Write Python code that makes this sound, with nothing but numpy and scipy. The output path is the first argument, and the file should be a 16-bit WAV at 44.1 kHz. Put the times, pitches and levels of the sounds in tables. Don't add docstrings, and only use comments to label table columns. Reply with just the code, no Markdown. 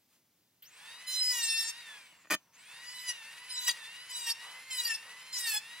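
import sys
import numpy as np
from scipy import signal
from scipy.fft import rfft, irfft, next_fast_len
from scipy.io import wavfile
from scipy.ndimage import uniform_filter1d, map_coordinates

SR = 44100
rng = np.random.default_rng(int(sys.argv[2]) if len(sys.argv) > 2 else 0)


def materialize(psi):
    bounded = np.clip(np.atleast_2d(psi).T, -1, 1)
    quanta = np.round(bounded * 32767).astype(np.int16)
    wavfile.write(sys.argv[1], SR, quanta)


N = 255780


def amp(db):
    return np.exp(np.asarray(db) * (np.log(10) / 20))


def unit(x):
    return x / np.sqrt(np.mean(x ** 2) + 1e-20)


def along(points, hz):
    f, v = np.transpose(points)
    return np.interp(np.log(hz + 1), np.log(f + 1), v)


def bell(hz, centre, width):
    return 1 / (1 + (2 * (hz - centre) / width) ** 2)


def hump(t, centre, half):
    return np.exp(-((t - centre) / half) ** 2)


def progress(t, start, end):
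    return np.clip((t - start) / (end - start), 0, 1)


def wobble(rate, size):
    fine = 8
    knots = rng.standard_normal(int(size * rate / SR) + 4)
    positions = np.arange((len(knots) - 1) * fine) / fine
    smooth = map_coordinates(knots, [positions], order=2)
    return np.interp(np.arange(size) * (fine * rate / SR), np.arange(len(smooth)), smooth)


def jumps(rate, size):
    held = rng.standard_normal(size)[np.cumsum(rng.random(size) < rate / SR)]
    return uniform_filter1d(uniform_filter1d(held, size=300), size=200)


def filtered(x, response):
    size = x.shape[-1]
    m = next_fast_len(size + 8192)
    return irfft(rfft(x, m) * response(np.fft.rfftfreq(m, 1 / SR)), m)[..., :size]


def noise(spectrum, size):
    return unit(filtered(rng.standard_normal(size), lambda hz: amp(along(spectrum, hz))))


# frequency in Hz, relative level in dB.
ROOM_TONE = [(15, -67), (25, -37), (91, -2), (113, -0.5), (260, -1.5), (297, -1), (421, -7.5),
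             (1380, -13.5), (1950, -12), (5580, -12), (9050, -17), (12500, -13), (15500, -12.5)]


def background(t, floor_db=-74.0, rub_db=-72):
    rub = noise([(200, -17), (900, -5), (4000, -5), (14000, -9)], N) * hump(t, .14, 0.055)
    return amp(floor_db) * noise(ROOM_TONE, N) + amp(rub_db) * rub


# frequency in Hz, time to fall 60 dB in seconds.
WORKSHOP_DECAY = [(200, 0.15), (2000, 0.37), (12000, 0.17)]


def reflections(x, shrink):
    hz, t, z = signal.stft(rng.standard_normal(SR // 3), SR, nperseg=256)
    decay = amp(-60 * t * shrink / along(WORKSHOP_DECAY, hz)[:, None])
    tail = signal.istft(z * decay, SR, nperseg=256)[1]
    return signal.fftconvolve(x, tail / np.linalg.norm(tail))[:N]


CHATTER_START_S, CHATTER_S, CHATTER_GAP_S = 2.3055, .044, .0028
CHATTER_DB, CHATTER_FADE_DB, CHATTER_HARD_HZ = -1.7, 3, 12500


def clatter(scatter=.2, uneven_db=1.05):
    rows = []
    for delay in np.arange(0, CHATTER_S, CHATTER_GAP_S):
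        late, loud = rng.standard_normal(2)
        s = CHATTER_START_S + delay + scatter * CHATTER_GAP_S * late
        force_db = CHATTER_DB - CHATTER_FADE_DB * delay / CHATTER_S + uneven_db * loud
        rows.append((s, force_db, CHATTER_HARD_HZ))
    return rows


# start in seconds, relative force in dB, hardness of contact as a cut-off in Hz.
KNOCKS = [(2.123, -21, 400), (2.246, -26.5, 2980), (2.255, -25, 2000), (2.271, -27, 2500),
          (2.3013, -9, 7000), (2.355, -14, 300), (2.362, -22, 3500)]
# frequency in Hz, relative level in dB, time to fall 60 dB in seconds.
BOARD_MODES = [(189, -14.5, 0.045), (317, -7.5, 0.046), (612, -2.5, 0.035), (1070, -0.5, 0.013),
               (1190, 0.5, 0.027), (1477, -0.5, 0.022), (1826, 5.5, 0.031), (1910, 0, 0.023),
               (2440, 5, 0.03), (3050, -4, 0.029), (3520, -1.5, 0.014), (4830, -1, 0.013),
               (6530, -4.5, 0.035)]


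def board(knock_db=-32, crack_db=6, crack_t60=0.021):
    out, t = np.zeros(N), np.arange(SR // 10) / SR
    crack_colour = [(40, -27), (150, -3.5), (2500, -14), (4000, -5.5), (9000, -7.0), (15000, -5)]
    onset = 1 - np.exp(-t / 0.00047)
    for s, db, hard_hz in KNOCKS + clatter():
        ring = np.zeros(len(t))
        for hz, level, t60 in BOARD_MODES:
            decay = amp(level + rng.normal(0, 1.8) - 60 * t / t60)
            ring += decay * np.sin(2 * np.pi * hz * t + rng.uniform(0, 2 * np.pi))
        crack = noise(crack_colour, len(t)) * amp(crack_db - 60 * t / crack_t60)
        soften = signal.butter(2, min(hard_hz, SR / 3), fs=SR, output="sos")
        touch = signal.sosfilt(soften, (ring + crack) * onset)
        out[round(s * SR):][:len(t)] += amp(db + knock_db) * touch
    return signal.sosfilt(signal.butter(3, 120, "highpass", fs=SR, output="sos"), out)


def trigger(t, start=.621, snap_db=-50, life=0.024):
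    spit_colour = [(300, -25), (2300, -23), (3000, 10), (3800, -12), (10000, -29), (13500, 6.5), (15500, -6)]
    rise = progress(t, start, start + 0.0049)
    return amp(snap_db) * noise(spit_colour, N) * rise * np.exp(-np.abs(t - start) / life)


# on in seconds, off in seconds, share of full torque.
SQUEEZES = [(.62, 1.798, 1), (2.521, 3.139, .998), (3.241, 3.757, .942), (3.847, 5.9, .945)]
# start and end in seconds,
# drag at entry and at exit in turns/s per s, bite at entry in dB, its swell by the end in dB,
# growl and edge relative to the bite in dB, noisy share from 0 to 1.
PASSES = [(1.064, 1.72, 177.3, 425.4, -42, 1.5, -9, -.5, 0.01),
          (2.83, 3.13, 99.8, 338.8, -58.5, 10.5, -3, -2.5, 0.029),
          (3.487, 3.736, 239, 441, -46, -0.5, -2, -1, 0.046),
          (4.088, 4.335, 381, 589.8, -47.5, 3, -5, -1, 0.088),
          (4.698, 4.971, 583.3, 316.2, -45, 2, -2.5, 0.5, 0.068),
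          (5.322, 5.598, 754, 192, -43, 2.5, -6, 0, 0.081)]
# centre in seconds,
# half length in seconds, extra drag in turns/s per s, lift in dB, extra growl in dB, extra noisy share 0-1.
DIGS = [(1.4, 0.096, 374, 1.5, 9.5, 0.03), (3.1, 0.026, 378, 12.5, 0.5, 0.1),
        (3.691, .028, 147, 13.5, 3, 0.17), (4.294, 0.032, 2.12, 7, 2.5, 0.21),
        (4.89, .06, 349, 2.5, 1, 0.17), (5.51, .06, 536, 2.5, 6, 0.07)]
STALL_PULL, KNEE_SPEED, FRICTION = 35235, 68.8, .849


def rotation(t, flutter=.0012):
    step, switch_s = .002, .004
    ticks = np.arange(0, t[-1] + step, step)
    torque, drag = np.zeros(len(ticks)), np.zeros(len(ticks))
    for on, off, share in SQUEEZES:
        torque += share * np.clip(np.minimum(ticks - on, off - ticks) / switch_s, 0, 1)
    for (start, end, drag_in, drag_out, *_), (s, half, extra, *_) in zip(PASSES, DIGS):
        in_wood = (ticks > start) * (ticks < end)
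        drag += in_wood * (np.interp(ticks, [start, end], [drag_in, drag_out]) + extra * hump(ticks, s, half))
    turns, history = 0, []
    for share, load in zip(torque.tolist(), drag.tolist()):
        pull = share * STALL_PULL / (1 + (turns / KNEE_SPEED) ** 2)
        turns += step * (pull - FRICTION * turns - load)
        history.append(max(turns, 1))
    speed = np.interp(t, ticks, history) * (1 + flutter * wobble(60, N))
    return speed, 2 * np.pi * np.cumsum(speed) / SR


# frequency in Hz, relative level in dB.
FREE_COLOUR = [(400, -15), (700, -15.5), (1000, -12.5), (1900, 0.5), (2900, -.5), (3900, -3), (4900, -4),
               (5900, -24)]
CRUISE_SPEED = 445


def blade_hum(speed, angle, odd_db=-16, sway_db=4.0, fade_db=3):
    hum = np.zeros(N)
    for k in range(1, 13):
        level = along(FREE_COLOUR, k * speed) + odd_db * (k % 2) - fade_db * max(k - 8, 0)
        level = level + sway_db * wobble(14, N)
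        hum += amp(level) * np.sin(k * angle + rng.uniform(0, 2 * np.pi))
    return unit(hum)


# frequency in Hz, relative level in dB.
AIR = [(710, -36), (1200, -17.5), (1460, 0.5), (1590, -2.5), (1820, 3.5), (2410, 1), (2620, 3.5),
       (3080, -3.5), (4770, -5), (6170, -8.5), (9570, -9.5), (13600, -20.5), (15500, -23)]
DRAUGHT = [(150, -36), (330, -25), (480, -11.5), (745, -10.5), (850, -5), (1000, 0.5), (1220, -4.5),
           (1450, -6), (1700, -10.5), (2300, -27), (3700, -60)]
RUMBLE = [(25, -45), (60, -15), (110, -2.5), (170, 1.5), (260, -7), (400, -8.5), (900, -9.5), (2500, -60)]
# centre in seconds, lift of the draught in dB.
SWINGS = [(1.95, 4), (3.34, 3), (3.82, 4), (4.49, 10.5), (5.11, 6.5), (5.72, 3.5)]
SWING_S, SWING_AIR_SHARE = 0.07, 0.32
MOTOR_DB, MOTOR_DB_PER_DECADE = -50.5, 107
DRAUGHT_DB, DRAUGHT_DB_PER_DECADE = -65.5, 55
INRUSH_DB, INRUSH_S = -55, 0.049


def machine(t, speed, angle, tone_db=-3.0, air_db=-4, rumble_db=-79, whine_db=-65.5, unsteady_db=0.52):
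    pace = np.minimum(speed / CRUISE_SPEED, 1)
    swing_db = sum(db * hump(t, s, SWING_S) for s, db in SWINGS)
    motor_db = MOTOR_DB + MOTOR_DB_PER_DECADE * np.log10(pace) + unsteady_db * wobble(12, N)
    draught_db = DRAUGHT_DB + DRAUGHT_DB_PER_DECADE * np.log10(pace) + swing_db + 1.3 * wobble(20, N)
    air = noise(AIR, N) * (1 + 0.13 * np.cos(2 * angle))
    air *= amp(1.36 * wobble(45, N) + SWING_AIR_SHARE * swing_db)
    motor = amp(motor_db) * (amp(tone_db) * pace ** 3.0 * blade_hum(speed, angle) + amp(air_db) * air)
    whine = np.sin(21.36 * angle + 1.3 * wobble(300, N)) * amp(3 * wobble(45, N))
    inrush = np.zeros(N)
    for on, _, _ in SQUEEZES:
        shortfall = abs(1 - np.interp(on, t, pace))
        inrush += shortfall * progress(t, on, on + 0.024) * np.exp(-np.abs(t - on) / INRUSH_S)
    start = amp(INRUSH_DB) * (inrush * whine + 0.38 * np.sqrt(inrush) * air)
    draught = amp(draught_db) * noise(DRAUGHT, N)
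    rumble = amp(rumble_db) * pace * noise(RUMBLE, N)
    return motor + start + amp(whine_db) * pace ** 3 * whine + draught + rumble


def zones(hz):
    above_growl, above_bite = progress(hz, 3150, 3450), progress(hz, 5850, 6150)
    return np.array([1 - above_growl, above_growl - above_bite, above_bite])


# frequency in Hz, relative level in dB.
CUT_COLOUR = [(450, -12.5), (900, -9.5), (1060, -9.5), (1900, 0.5), (2900, 3.5), (4000, 4), (5000, 5),
              (6200, 1), (8000, 7.5), (10000, 1), (12500, -3.5), (15500, -8)]
# frequency in Hz, width in Hz, lift in dB.
PLATE = [(808, 170, 8), (1750, 320, 5), (2640, 140, 9.5), (3574, 210, 5), (4070, 55, 11.5), (4830, 82, 1.5),
         (5040, 130, 9), (5450, 54, 11.5), (6360, 40, 12), (7250, 54, 11), (8024, 87, 6)]
# centre in seconds, half length in seconds, frequency in Hz, lift in dB.
SQUEALS = [(1.18, 0.052, 4065, 6), (1.224, 0.1, 5100, 7.5), (1.298, 0.026, 4990, 8),
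           (1.323, 0.021, 1920, 7.5), (1.445, .025, 8100, 13), (1.508, .022, 5320, 11),
           (1.552, 0.068, 2670, 12), (1.597, 0.032, 5400, 16.5), (2.88, 0.022, 4890, 10.5),
           (2.99, 0.054, 3975, 10.5), (3.581, 0.014, 3970, 13.5), (3.7, .008, 4700, 14.5),
           (4.16, 0.017, 3910, 5), (4.284, 0.014, 2787, 9.5), (4.31, 0.017, 5400, 12.5),
           (4.712, 0.018, 3117, 9), (4.793, 0.017, 3915, 16), (4.86, .014, 4660, 13.5),
           (4.913, 0.026, 1830, 9.5), (4.955, 0.015, 5310, 12), (5.477, 0.031, 1820, 10.5),
           (5.576, 0.015, 5145, 13.5)]
SQUEAL_WIDTH_HZ = 780


def blade_strikes(t, start, end, speed, strike, rough, odd_db=-15, clean_sway_db=4.0, torn_sway_db=10):
    size = len(t)
    squeals = [(centre, db * hump(t, s, half)) for s, half, centre, db in SQUEALS if start < s < end]
    grid_hz = np.arange(0, SR / 2, 10)
    body_db = along(CUT_COLOUR, grid_hz) + sum(db * bell(grid_hz, centre, width) for centre, width, db in PLATE)
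    sway_db, slip = clean_sway_db + torn_sway_db * rough, 2 * rough
    imbalance_db = odd_db + 9.9 * rough
    tones, power = np.zeros((3, size)), np.zeros((3, size))
    for k in range(1, 37):
        hz = k * speed
        level = np.interp(hz, grid_hz, body_db) + imbalance_db * (k % 2)
        level += sway_db * min(k / 12, 1) * jumps(38, size)
        gain = zones(hz) * amp(level)
        sing = amp(sum(db * bell(hz, centre, SQUEAL_WIDTH_HZ) for centre, db in squeals))
        chatter = 1 + 1.2 * rough * np.tanh(wobble(120, size))
        phase = k * strike + slip * wobble(49.9, size) + rng.uniform(0, 2 * np.pi)
        tones += gain * sing * chatter * np.sin(phase)
        power += gain ** 2 / 2
    return tones / np.sqrt(power)


# frequency in Hz, relative level in dB.
CHIPS = [(80, -34), (300, -35), (600, -18.5), (1000, -5.5), (1900, -4), (3000, 5), (5000, 13), (6500, 15),
         (8500, 15.5), (12500, 5), (15500, -13)]


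def torn_fibres(strike, chop=0.61):
    size = len(strike)
    spray = rng.standard_normal(size) * (1 + chop * np.cos(2 * strike)) * amp(2.6 * wobble(297.0, size))
    bands = filtered(spray, lambda hz: zones(hz) * amp(along(CHIPS, hz)))
    return np.array([unit(band) for band in bands])


ENTRY_S, EXIT_S = 0.018, 0.022


def shave(stroke, dig, t, speed, angle, jitter=0.082, blade_db=0, chip_db=-1.5, grain_db=1.03):
    size = len(t)
    start, end, _, _, entry_db, swell_db, growl_db, edge_db, noisy = stroke
    dig_s, dig_half, _, dig_db, dig_growl_db, dig_noisy = dig
    depth = hump(t, dig_s, dig_half)
    bite_db = entry_db + swell_db * progress(t, start, end) + dig_db * depth
    zone_db = (growl_db + dig_growl_db * depth, 0, edge_db)
    force = amp([bite_db + db + grain_db * wobble(34.8, size) for db in zone_db])
    tear = np.clip(noisy + dig_noisy * depth, 0, 1)
    rough = np.sqrt(tear)
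    strike = angle + jitter * rough * wobble(171.7, size)
    tones = blade_strikes(t, start, end, speed, strike, rough)
    chips = torn_fibres(strike)
    cut = amp(blade_db) * np.sqrt(1 - tear) * tones + amp(chip_db) * rough * chips
    bounce = 1 + .6 * rough * np.tanh(wobble(110, size))
    contact = progress(t, start, start + ENTRY_S) * (1 - progress(t, end - EXIT_S, end))
    return contact * bounce * np.sum(force * cut, axis=0)


def planing(t, speed, angle):
    out = np.zeros(N)
    for stroke, dig in zip(PASSES, DIGS):
        span = (t > stroke[0]) & (t < stroke[1])
        out[span] += shave(stroke, dig, t[span], speed[span], angle[span])
    return out


def drifting(x, spread):
    z = signal.stft(x, nperseg=512)[2]
    field = uniform_filter1d(rng.standard_normal(z.shape), size=6, axis=0)
    field = uniform_filter1d(field, size=16, axis=1)
    return signal.istft(-1j * z * (1 + spread * unit(field)), nperseg=512)[1][:N]


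# frequency in Hz, gain in dB.
WIDTH = [(900, -61), (1600, -85), (2100, -15.5), (2600, -3), (5000, -0.5), (10000, 1), (15000, 1.5)]


def scene(room_db=-18, direct_db=-5, scatter_db=-9):
    t = np.arange(N) / SR
    speed, angle = rotation(t)
    tool = machine(t, speed, angle) + trigger(t) + planing(t, speed, angle)
    dry = tool + board() + background(t)
    mid = dry + amp(room_db) * reflections(tool, shrink=0.6)
    direct = amp(direct_db) * drifting(dry, spread=0.85)
    scattered = amp(scatter_db) * reflections(dry, shrink=3.2)
    side = filtered(direct + scattered, lambda hz: amp(along(WIDTH, hz)))
    return np.array([mid + side, mid - side])


TOP_HZ = 15850


def record(dry):
    return filtered(dry, lambda hz: hz < TOP_HZ)


dry = scene()
out = record(dry)
materialize(out)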